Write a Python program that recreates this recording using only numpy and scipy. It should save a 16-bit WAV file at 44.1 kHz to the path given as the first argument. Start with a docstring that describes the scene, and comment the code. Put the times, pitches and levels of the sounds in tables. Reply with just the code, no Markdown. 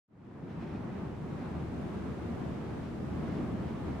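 """A low rumble of wind fades in over open water, heard through a stereo camera microphone.
It swells with the gusts, while eddies buffet each of the two microphone ports on its own.
Air and rippled water make a rush and a fine hiss, and a faint low drone lies underneath.
A few soft swishes rise out of the rush."""
import sys
import numpy as np
from scipy import signal
from scipy.fft import rfft, irfft, next_fast_len
from scipy.io import wavfile
from scipy.ndimage import uniform_filter1d, map_coordinates

SR = 44100
rng = np.random.default_rng(int(sys.argv[2]) if len(sys.argv) > 2 else 0)


def output_pcm(signal):
    """Save a mono or channel-first signal as 16-bit PCM at the path in sys.argv[1].

    Samples are clipped to [-1, 1] before scaling.
    """
    pcm = np.clip(np.atleast_2d(signal).T, -1, 1) * 32767
    wavfile.write(sys.argv[1], SR, np.round(pcm).astype(np.int16))


N = 176400
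TIME_S = np.arange(N) / SR


def amp(db):
    """Decibels to gain."""
    return 10 ** (np.asarray(db) / 20)


def unit(x):
    """Normalise to rms 1."""
    return x / np.sqrt(np.mean(x ** 2) + 1e-20)


def along(points, hz):
    """Read (f/Hz, value) points on a log frequency axis; a plain number holds everywhere."""
    if np.ndim(points) == 0:
        return np.full(len(hz), float(points))
    point_hz, values = np.transpose(points)
    return np.interp(np.log(hz + 1), np.log(point_hz + 1), values)


def envelope(points):
    """Join (t/s, value) breakpoints with straight ramps."""
    return np.interp(TIME_S, *np.transpose(points))


def wobble(rate_hz):
    """A smooth random modulator that passes through rate_hz random values a second."""
    return map_coordinates(rng.standard_normal(1024), [TIME_S * rate_hz], mode="wrap")


def filtered(x, response):
    """Zero-phase EQ; response gives the gain at each frequency."""
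    size = next_fast_len(N + SR // 2)
    return irfft(rfft(x, size) * response(np.fft.rfftfreq(size, 1 / SR)), size)[..., :N]


def patchy_noise(depth_db):
    """Two white noises with patches of random gain, some 500 Hz by 80 ms."""
    spectrogram = signal.stft(rng.standard_normal((2, N)), nperseg=512)[2]
    patches = rng.standard_normal(spectrogram.shape[1:])
    patches = uniform_filter1d(patches, size=6, axis=0)  # smear in frequency
    patches = uniform_filter1d(patches, size=14, axis=1)  # smear in time
    return signal.istft(spectrogram * amp(depth_db * unit(patches)), nperseg=512)[1][:, :N]


def stereo(noises, gain, correlation):
    """EQ two unrelated noises as mid and side of an rms 1 pair; lower correlation is wider."""
    def mid_side_gains(hz):
        angle = np.arccos(np.clip(along(correlation, hz), -1, 1)) / 2
        return gain(hz) * np.array([np.cos(angle), np.sin(angle)])
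    mid, side = filtered(noises, mid_side_gains)
    return unit(np.array([mid + side, mid - side]))


def turbulence(eq, correlation, patchy_db):
    """Stereo flow noise of rms 1, coloured by an EQ curve."""
    return stereo(patchy_noise(patchy_db), lambda hz: amp(along(eq, hz)), correlation)


# gust envelope behind the rumble and the buffeting: t/s, level/dB
GUSTS = [(.1, -31.5), (.28, -30), (.39, -30.5), (.445, -27), (.53, -29.5), (.64, -28), (.72, -30),
         (.86, -33), (.99, -33), (1.05, -33), (1.14, -35.5), (1.36, -35.5), (1.52, -37), (1.6, -35.5),
         (1.66, -38), (1.88, -36.5), (2.0, -38.5), (2.33, -38.5), (2.44, -37), (2.55, -38.5), (2.73, -40),
         (3.0, -38), (3.07, -36), (3.17, -35.5), (3.29, -35), (3.35, -36.5), (3.4, -32), (3.48, -35),
         (3.54, -37), (3.62, -36), (3.78, -39.5), (3.89, -34.5), (4.0, -41)]
# deep, round tone of the rumble: f/Hz, level/dB
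RUMBLE_EQ = [(20, -29), (38, -22.5), (52, -12), (72, -8.5), (100, -3), (130, 0), (215, 1), (265, -3),
             (330, -4.5), (430, -13), (560, -20.5), (1000, -31.5), (3000, -71)]
# tone of the eddies at the ports, sub-bass to low mids: f/Hz, level/dB
BUFFET_EQ = [(10, -14), (25, -3.5), (42, 1), (65, 1), (100, 3), (170, 2), (400, 1), (650, -7.5),
             (1200, -17.5), (4000, -49)]
def wind(trim_db=-0.53, flutter_db=0.02, buffet_db=-43.5, buffet_follow=0.48, lumps_db=1.0):
    """The gusts drive a rumble common to both ports and the eddies that buffet each alone."""
    gust_db = envelope(GUSTS)
    rumble_gain = amp(gust_db + trim_db - flutter_db * wobble(18))
    rumble = rumble_gain * turbulence(RUMBLE_EQ, correlation=0.96, patchy_db=0.05)
    swing_db = buffet_follow * (gust_db - gust_db.mean())
    eddies_db = lumps_db * np.array([wobble(20), wobble(15)])  # left, right
    buffet = amp(buffet_db + swing_db + eddies_db) * turbulence(BUFFET_EQ, correlation=0, patchy_db=0)
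    return rumble + buffet


# swells of the rush of air and water: t/s, level/dB
RUSH_SWELLS = [(.1, -42), (.25, -41.5), (.4, -42.5), (.62, -40.7), (.78, -42.5), (.9, -43.5), (1.01, -43.5),
               (1.16, -49), (1.28, -48), (1.33, -47), (1.4, -45), (1.5, -47), (1.56, -48), (1.65, -49.7),
               (1.88, -50), (1.96, -49), (2.17, -50), (2.37, -49.5), (2.44, -48.5), (2.52, -49.5),
               (2.75, -50), (2.96, -53), (3.1, -51), (3.24, -47.5), (3.39, -48.5), (3.48, -49.5),
               (3.56, -50), (3.82, -50), (3.88, -47), (3.93, -49), (4.0, -49)]
# midrange body of the rush: f/Hz, level/dB
RUSH_EQ = [(150, -13.5), (450, -2), (740, 0), (1200, -4.5), (1600, -9), (2200, -13.5), (3200, -23),
           (5000, -30.5), (9000, -41), (15000, -57)]
# stereo image of the rush, widest in the treble: f/Hz, left-right correlation
RUSH_IMAGE = [(400, 0.47), (1000, 0.53), (2200, 0.34), (5000, 0.16)]
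# airy tone of the hiss: f/Hz, level/dB
HISS_EQ = [(300, -3), (1500, 4.5), (3000, 3), (5000, -5), (8000, -9.5), (11000, -16), (15000, -31)]
def air_and_water(flutter_db=0.13, hiss_db=-62.5, hiss_follow=0.065):
    """Moving air and rippled water make a swelling rush and a wide hiss that hardly moves."""
    swell_db = envelope(RUSH_SWELLS)
    rush = amp(swell_db + flutter_db * wobble(13)) * turbulence(RUSH_EQ, RUSH_IMAGE, patchy_db=0.75)
    swing_db = hiss_follow * (swell_db - swell_db.mean())
    hiss = amp(hiss_db + swing_db) * turbulence(HISS_EQ, correlation=0.01, patchy_db=0.5)
    return rush + hiss


def drone(centre_hz=76.4, half_width_hz=2.9, level_db=-48):
    """A band of deep noise, so narrow that it wavers like an unsteady hum."""
    band = lambda hz: 1 / (1 + ((hz - centre_hz) / half_width_hz) ** 2)
    return amp(level_db) * stereo(rng.standard_normal((2, N)), band, correlation=0.91)


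# swish cues, each a bell-shaped swell: peak t/s, half length/s, level/dB
SWISH_CUES = [(0.513, 0.025, -54), (0.627, 0.019, -52.5), (0.688, 0.022, -56), (0.749, 0.028, -53.5),
              (2.855, 0.028, -63), (3.348, 0.062, -62.5), (3.68, 0.069, -65.5)]
# bright tone of the swishes: f/Hz, level/dB
SWISH_EQ = [(600, -22), (1500, 5), (2500, 7), (4000, -1.5), (5700, -7), (7000, -16), (14000, -37)]
def swishes():
    """Brief bright swells, like dry grass brushed by the wind."""
    swells = sum(amp(level_db) * np.exp(-.5 * ((TIME_S - peak_s) / half_s) ** 2)
                 for peak_s, half_s, level_db in SWISH_CUES)
    return swells * turbulence(SWISH_EQ, correlation=0.55, patchy_db=2)


# tonal balance of the microphone ports: f/Hz, left minus right level/dB
PORT_BALANCE = [(30, 4), (80, 1.2), (170, 0.6), (240, -0.5), (340, 3.5), (480, -2.5), (600, -0.5),
                (900, -3), (1200, -0.5), (1800, 1.3), (3400, 0.5), (5500, 1), (9000, -.4)]
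def microphone_ports(sound):
    """Each port has its own colour: half the balance curve goes left, its inverse goes right."""
    return filtered(sound, lambda hz: amp(np.outer([.5, -.5], along(PORT_BALANCE, hz))))


def scene():
    """Mix all the layers and pass them through the two ports."""
    return microphone_ports(wind() + air_and_water() + drone() + swishes())


def record(dry, fade_start_s=0.078, fade_length_s=1.82, top_hz=15400):
    """A linear fade-in from silence, then the camera's band limit."""
    fade = np.clip((TIME_S - fade_start_s) / fade_length_s, 0, 1)
    return filtered(dry * fade, lambda hz: hz < top_hz)


dry = scene()
out = record(dry)
output_pcm(out)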